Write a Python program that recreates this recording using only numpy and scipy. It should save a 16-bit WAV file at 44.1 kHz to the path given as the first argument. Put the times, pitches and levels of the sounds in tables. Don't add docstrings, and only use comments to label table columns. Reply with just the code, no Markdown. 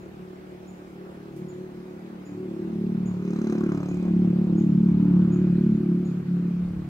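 import sys
import numpy as np
from scipy import signal
from scipy.io import wavfile
from scipy.ndimage import uniform_filter1d, map_coordinates

SR = 44100
rng = np.random.default_rng(int(sys.argv[2]) if len(sys.argv) > 2 else 0)


def voltage_ratio(decibels):
    exponent = np.asarray(decibels, float) / 20
    return 10 ** exponent


def generate_wav(sig):
    pcm = np.round(np.clip(np.atleast_2d(sig).T, -1, 1) * 32767).astype(np.int16)
    wavfile.write(sys.argv[1], SR, pcm)


N = 303827
T = np.arange(N) / SR

# [t/s, f/Hz]
SPEED = [(0, 36.95), (1.3, 36.68), (2.6, 36.62), (3.3, 36.39), (3.85, 35.92), (4.5, 35.95), (5.55, 36.03),
         (6.15, 35.39), (6.89, 35.43)]
# [t/s, lead/samples]
LEFT_LEAD = [(0, 13), (2, 8.4), (3.5, 7.63), (5, 5.8), (6.89, 1.8)]


def engine():
    turns = 0.7 + np.cumsum(columns(SPEED)[0]) / SR
    turns = turns + .011 * np.sin(2 * np.pi * 5.04 * T - 2.19) + .008 * drift(rate_hz=5)
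    strength_db = 0.88 * np.interp(turns + 0.18, np.arange(400), rng.standard_normal(400))
    bright = rasp(turns, strength_db) + clatter(turns)
    direct = ports(exhaust(turns, strength_db) + bright, columns(LEFT_LEAD)[0])
    return direct + voltage_ratio(-9) * foliage(bright, t60=.2)


# [multiple of the firing rate, level/dB]
OVERTONES = [(1, -44.5), (2, -34), (3, -23), (4, -9.5), (5, 0), (6, -4.5), (7, -18), (8, -16.5), (9, -12),
             (10, -11), (11, -17.5), (12, -36), (13, -35), (14, -34.5), (15, -36), (16, -45.5), (17, -46.5),
             (18, -43.5), (19, -52), (20, -56.5), (21, -55.5), (22, -55)]
# [t/s, nearness as level/dB, extra level/dB as the tail pipe faces this way]
DRIVE = [(0, -43.5, 6.5), (.6, -46.5, 6.5), (1.3, -48.5, 15.5), (2.2, -42.5, 5), (2.6, -37.5, 9.5),
         (2.95, -28, 5), (3.3, -32.5, 10.5), (3.65, -29.5, 14), (3.85, -27, 1.5), (4.15, -22, 1.5),
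         (4.5, -24.5, 6), (4.8, -20, -2), (5.2, -20, -2.5), (5.55, -20.5, -2.5), (5.9, -27, 6),
         (6.15, -31, 7.2), (6.5, -32.5, 5), (6.89, -38.5, 2.5)]


def exhaust(turns, strength_db, fading_db=3.0):
    rate_hz, (near_db, facing_db) = columns(SPEED)[0], columns(DRIVE)
    jet_gap_db, upper_gap_db, _ = gaps()
    table = dict((round(k), db) for k, db in OVERTONES)

    level_db = {2: follows(far_db=-53.5, share=0.67) - 11.0, 3: follows(far_db=-61, share=0.98)}
    for k in range(4, 7):
        level_db[k] = near_db + table[k]

    pipe_hz = np.interp(T, (3, 3.4), (345, 301.3))
    for k in range(7, 13):
        level_db[k] = near_db + facing_db + table[k]
        level_db[k] += 2.36 * abs(k - 9) - 4.45 * np.abs(k * rate_hz - pipe_hz) / 36
        level_db[k] -= 13 * max(k - 10, 0) * np.clip(T - 4.4, 0, .5)

    upper_db = follows(far_db=-58, share=0.033) + upper_gap_db
    for k in range(13, 23):
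        level_db[k] = upper_db + table[k] + 27.5

    phase = causal_phase(OVERTONES)
    wander = np.interp(np.minimum(near_db, -26) + jet_gap_db, [-42, -18], [.4, .12])
    out = np.zeros(N)
    for k, db in level_db.items():
        fade, slip, flutter = drift(rate_hz=4.0), drift(rate_hz=4.0), drift(rate_hz=12.0)
        share = .4 if 4 <= k <= 6 else 1
        db = db + fading_db * fade * share + 4.5 * wander * flutter + echo_db(k)
        angle = 2 * np.pi * k * (turns + .08) + phase[k] + wander * (slip + .4 * flutter) + 1.5
        out += np.sqrt(2) * voltage_ratio(db) * np.cos(angle)
    return out * voltage_ratio(strength_db)


# [t/s, f/Hz, level/dB, half length/s]
ECHOES = [(.4, 227, -10, 0.42), (1.313, 343, -7, .07), (1.41, 128, 13.5, 0.33), (1.437, 178, 9, 0.044),
          (2.27, 288, 11.5, 0.26), (2.775, 233.4, 9.5, 0.23), (3.07, 350, -21, 0.16), (3.1, 106, 6.5, .08),
          (3.17, 246, -30, 0.054), (3.5, 203, 14, 0.16), (3.512, 187, -9.5, 0.1), (3.89, 216.5, -20.5, 0.1),
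          (4.084, 139, -14, 0.11), (4.421, 355, -5.5, 0.08), (4.743, 108, 3.5, .12), (4.892, 303, 5.5, .05),
          (5.071, 266.6, 16.5, .09), (5.13, 182, 4, 0.09), (5.117, 225, -7, 0.076), (5.384, 308, 8, 0.15),
          (5.44, 228, -9, 0.15), (5.696, 210, 6.5, .07), (5.803, 164, -4.5, 0.026), (5.92, 192, 8.5, 0.068),
          (6.236, 184, -18.5, 0.038), (6.248, 324.5, -13.5, 0.13), (6.272, 161, 12.5, 0.16),
          (6.6, 175, 8, 0.13), (6.673, 345, -13.5, 0.12), (6.85, 134.3, 11, .12)]


def echo_db(k):
    total_db = np.zeros(N)
    for s, hz, gain_db, half in ECHOES:
        if abs(36.2 * k - hz) < 70:
            total_db += gain_db * np.exp(-((35.2 * k - hz) / 30) ** 2) * bump(s, half)
    return total_db


def causal_phase(table):
    k, db = np.transpose([(0, -45)] + list(table) + [(30, -60)])
    grid = np.abs(np.fft.fftfreq(1024, 1 / 128))
    log_gain = np.interp(grid, k, db) * np.log(10) / 20
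    return -np.imag(signal.hilbert(log_gain))[::8]


# [f/Hz, level/dB per Hz]
JET_COLOUR = [(300, -26.5), (450, -5.5), (700, -13.5), (1000, -15.5), (1450, -15.5), (1800, -24.5),
              (2300, -25.5), (3500, -33.5), (4600, -63)]
# [t/s, f/Hz]
ECHO_BAND = [(0, 751), (2.9, 862), (3.45, 1277), (4.1, 727), (4.7, 832), (5.15, 1050), (5.5, 1703),
             (5.9, 1377), (6.89, 1198)]


def rasp(turns, strength_db, puff=.2):
    jet_gap_db, _, gear_gap_db = gaps()
    jet = evened(hiss(JET_COLOUR, patchy_db=.8, size=512)[0])
    jet = evened(jet + 1.2 * resonate(jet, columns(ECHO_BAND)[0], width=450))
    steady = np.interp(gear_gap_db, [6, 18], [.7, .14])
    gate = steady + np.exp(-((turns + .08) % 1) / puff)
    gate /= np.sqrt(uniform_filter1d(gate ** 2, 2436))
    level_db = follows(far_db=-59, share=0.13) + jet_gap_db + 0.14 * strength_db + 1.5
    return voltage_ratio(level_db) * jet * gate


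# [f/Hz, width/Hz, level/dB]
VALVE = [(4050, 250, -1), (5150, 300, -4), (6200, 250, 0), (6800, 300, -6), (7650, 250, -3),
         (8600, 400, -12), (12300, 1000, -27)]


def clatter(turns, spread_db=2.8):
    gap_db = gaps()[2]
    clatter_db = follows(far_db=-82, share=0.17) + gap_db
    whine_db = follows(far_db=-78, share=.35) + np.minimum(gap_db, 11)
    cycle = np.floor(turns + .02).astype(int)
    shares = rng.standard_normal((400, len(VALVE)))
    knock = uniform_filter1d(.11 + np.exp(-((turns + .02) % 1) / .1), 60)
    rattle = np.zeros(N)
    for k, (hz, width, db) in enumerate(VALVE):
        level_db = db + spread_db * shares[cycle, k] + 1.2 * drift(rate_hz=1.8)
        strike = voltage_ratio(level_db) * knock * rng.standard_normal(N)
        rattle += ring(strike, hz, width) * width / 300
    whine = ring(ring(rng.standard_normal(N), 2450, 110), 2450, 110)
    return voltage_ratio(clatter_db) * evened(rattle) + voltage_ratio(whine_db) * evened(whine)


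# [middle t/s, half length/s, jet level/dB, upper pipe note level/dB, valve level/dB]
GAPS = [(1.11, 0.11, 4.5, 2.2, 0), (3.105, 0.11, 4, 1, 1), (3.326, 0.14, 1.5, 3.5, 11),
        (3.535, .22, 13.5, 9.3, 19.5), (3.762, 0.09, 6, 5.7, 7), (3.933, 0.15, 4.5, 3, 14),
        (4.067, 0.033, 7.5, 6.4, 2.5), (4.26, 0.11, 4.5, 11, 3), (4.484, 0.13, 4, 12, 1.5),
        (5.147, 0.22, 6, 2.4, -3), (5.453, 0.17, 4, 3, 4)]


def gaps():
    return sum(np.array(gains)[:, None] * bump(s, half) for s, half, *gains in GAPS)


def follows(far_db, share):
    return far_db + share * (uniform_filter1d(columns(DRIVE)[0], size=9000) + 43)


# [f/Hz, level/dB per Hz]
GRIT = [(1200, -25), (1700, -3), (2500, 1.5), (4000, -4), (5200, -10.5), (7000, -28)]


def tyres():
    level_db = follows(far_db=-71, share=.25) + 3.0
    return voltage_ratio(level_db) * evened(hiss(GRIT, patchy_db=2.0, size=512))


# [f/Hz, level/dB per Hz]
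THUD = [(15, -39), (30, -12), (45, -4), (80, -2.5), (130, -6), (250, 2), (390, 0), (480, -37)]


def rumble():
    traffic_db = -53
    level = np.hypot(voltage_ratio(follows(far_db=-53.5, share=0.67)), voltage_ratio(traffic_db))
    thud = evened(hiss(THUD, patchy_db=.4, size=4096))
    gust = voltage_ratio(-40.5) * bump(6.72, half=.12) * evened(band(thud, 25, 95))
    return level * thud + gust


# [t/s, peak level/dB, top f/Hz, left minus right level/dB]
CHIPS = [
    (0.0034, -61, 7000, 3),
    (0.6788, -51, 7100, 1.0),
    (1.488, -50, 7100, -5.0),
    (2.2568, -51, 7100, -1.0),
    (3.0613, -48.5, 6977, -8),
    (3.889, -50.5, 6983, 3),
    (4.5778, -49.5, 6870, -1),
    (5.3233, -49, 6962, -3),
    (6.053, -52.5, 6950, 0),
]


def bird():
    u = np.arange(1600) / 1600
    dry, wide = np.zeros(N), np.zeros((2, N))
    for s, db, hz, pan_db in CHIPS:
        arch_hz = hz + 30 - 2600 * (u - .48) ** 2
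        whistle = np.sin(2 * np.pi * np.cumsum(arch_hz) / SR)
        chip = voltage_ratio(db - 8.5) * whistle * signal.windows.tukey(1600, .3)
        at = max(round(s * SR) - 280, 0)
        dry[at:at + 1600] += chip
        wide[:, at:at + 1600] += chip * voltage_ratio([[pan_db / 2], [-pan_db / 2]])
    return wide + voltage_ratio(-1.5) * foliage(dry, t60=.42)


def foliage(x, t60):
    at = np.arange(300, 12000, 20) + rng.integers(0, 20, (2, 585))
    taps = np.zeros((2, 12100))
    echoes = rng.choice([-1., 1.], at.shape) * voltage_ratio(-60 * at / SR / t60)
    np.put_along_axis(taps, at, echoes, 1)
    return signal.oaconvolve(x[None], taps / np.linalg.norm(taps[0]), axes=1)[:, :N]


# [t/s, peak level/dB, decay/s]
RUSTLES = [
    (1.3633, -53, 0.037),
    (5.2232, -64, 0.027),
    (6.7247, -73, 0.015),
]


def rustles():
    level = np.zeros(N)
    for s, db, decay in RUSTLES:
        level += voltage_ratio(db - 7) * (T > s) * np.exp(-np.maximum(T - s, 0) / decay)
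    return level * evened(band(rng.standard_normal((2, N)), 3000, 15500))


# [f/Hz, level/dB per Hz]
AIR = [(250, -20), (430, 0), (523, -9.5), (590, -9), (636, -8), (728, -8.5), (984, -14), (1090, -14),
       (1290, -13), (2120, -18.5), (3040, -26), (6270, -31.5), (15700, -44.5)]


def air():
    far = hiss(AIR, patchy_db=2.0)
    mic = evened(band(rng.standard_normal((2, N)), 11500, 21000))
    return voltage_ratio(-60) * far / np.std(band(far, 1500, 15000)) + voltage_ratio(-71.5) * mic


# [f/Hz, likeness 0 to 1]
SAME = [(30, 0.54), (100, 0.89), (300, 0.87), (700, 0.63), (2000, .35), (5000, 0.096), (15000, .02)]


def hiss(points, patchy_db, size=1024):
    frames, hz = 4 * N // size + 5, np.fft.rfftfreq(size, 1 / SR)
    a, b, c, d, patches = rng.standard_normal((frames, len(hz), 5)).T
    patches = evened(uniform_filter1d(uniform_filter1d(patches, 10, 0), 12, 1))
    same, left = np.clip(read(SAME, hz), -1, 1)[:, None], a + 1j * b
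    early = np.exp(2j * np.pi * hz * 17.5 / SR)[:, None]
    right = same * early * left + np.sqrt(1 - same ** 2) * (c + 1j * d)
    z = np.array([left, right])
    inside = (hz < 1.02 * points[-1][0])[:, None]
    z *= voltage_ratio(read(points, hz)[:, None] + patchy_db * patches) * inside
    return signal.istft(z, nperseg=size, noverlap=3 * size // 4)[1][:, :N]


def ports(x, lead):
    return np.array([x, map_coordinates(x, [np.arange(N) - lead], order=3, mode="nearest")])


def ring(x, hz, width):
    r = np.exp(-np.pi * width / SR)
    return signal.lfilter([np.sin(2 * np.pi * hz / SR)], [1, -2 * r * np.cos(2 * np.pi * hz / SR), r * r], x)


def resonate(x, hz, width):
    turn, r = np.exp(2j * np.pi * np.cumsum(hz) / SR), np.exp(-np.pi * width / SR)
    return 2 * (turn * signal.lfilter([1 - r], [1, -r], x / turn)).real


def band(x, lo_hz, hi_hz):
    return signal.sosfilt(signal.butter(2, [lo_hz, hi_hz], "band", fs=SR, output="sos"), x)


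def drift(rate_hz):
    steps = rng.standard_normal(int(N / SR * 100) + 9)
    span = max(int(50 / rate_hz), 1)
    steps = uniform_filter1d(uniform_filter1d(steps, span), span)
    return np.interp(T * 100, np.arange(len(steps)), evened(steps))


def bump(s, half):
    coarse = T[::64]
    return np.repeat(np.exp(-((coarse - s) / half) ** 2), 64)[:N]


def evened(x):
    return x / np.sqrt(np.mean(x ** 2) + 1e-20)


def columns(rows):
    s, *values = np.transpose(rows)
    return [np.interp(T, s, v) for v in values]


def read(points, hz):
    f, value = np.transpose(points)
    return np.interp(np.log(hz + 1), np.log(f + 1), value)


def scene():
    return engine() + tyres() + rumble() + bird() + rustles() + air()


def roll_off(x):
    return signal.sosfilt(signal.butter(12, 16250, fs=SR, output="sos"), x)


def record(dry):
    lowpass = signal.firwin(1023, 15780, window=("kaiser", 9), fs=SR)
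    mix = signal.oaconvolve(dry, lowpass[None], "same")
    return roll_off(mix)


dry = scene()
out = record(dry)
generate_wav(out)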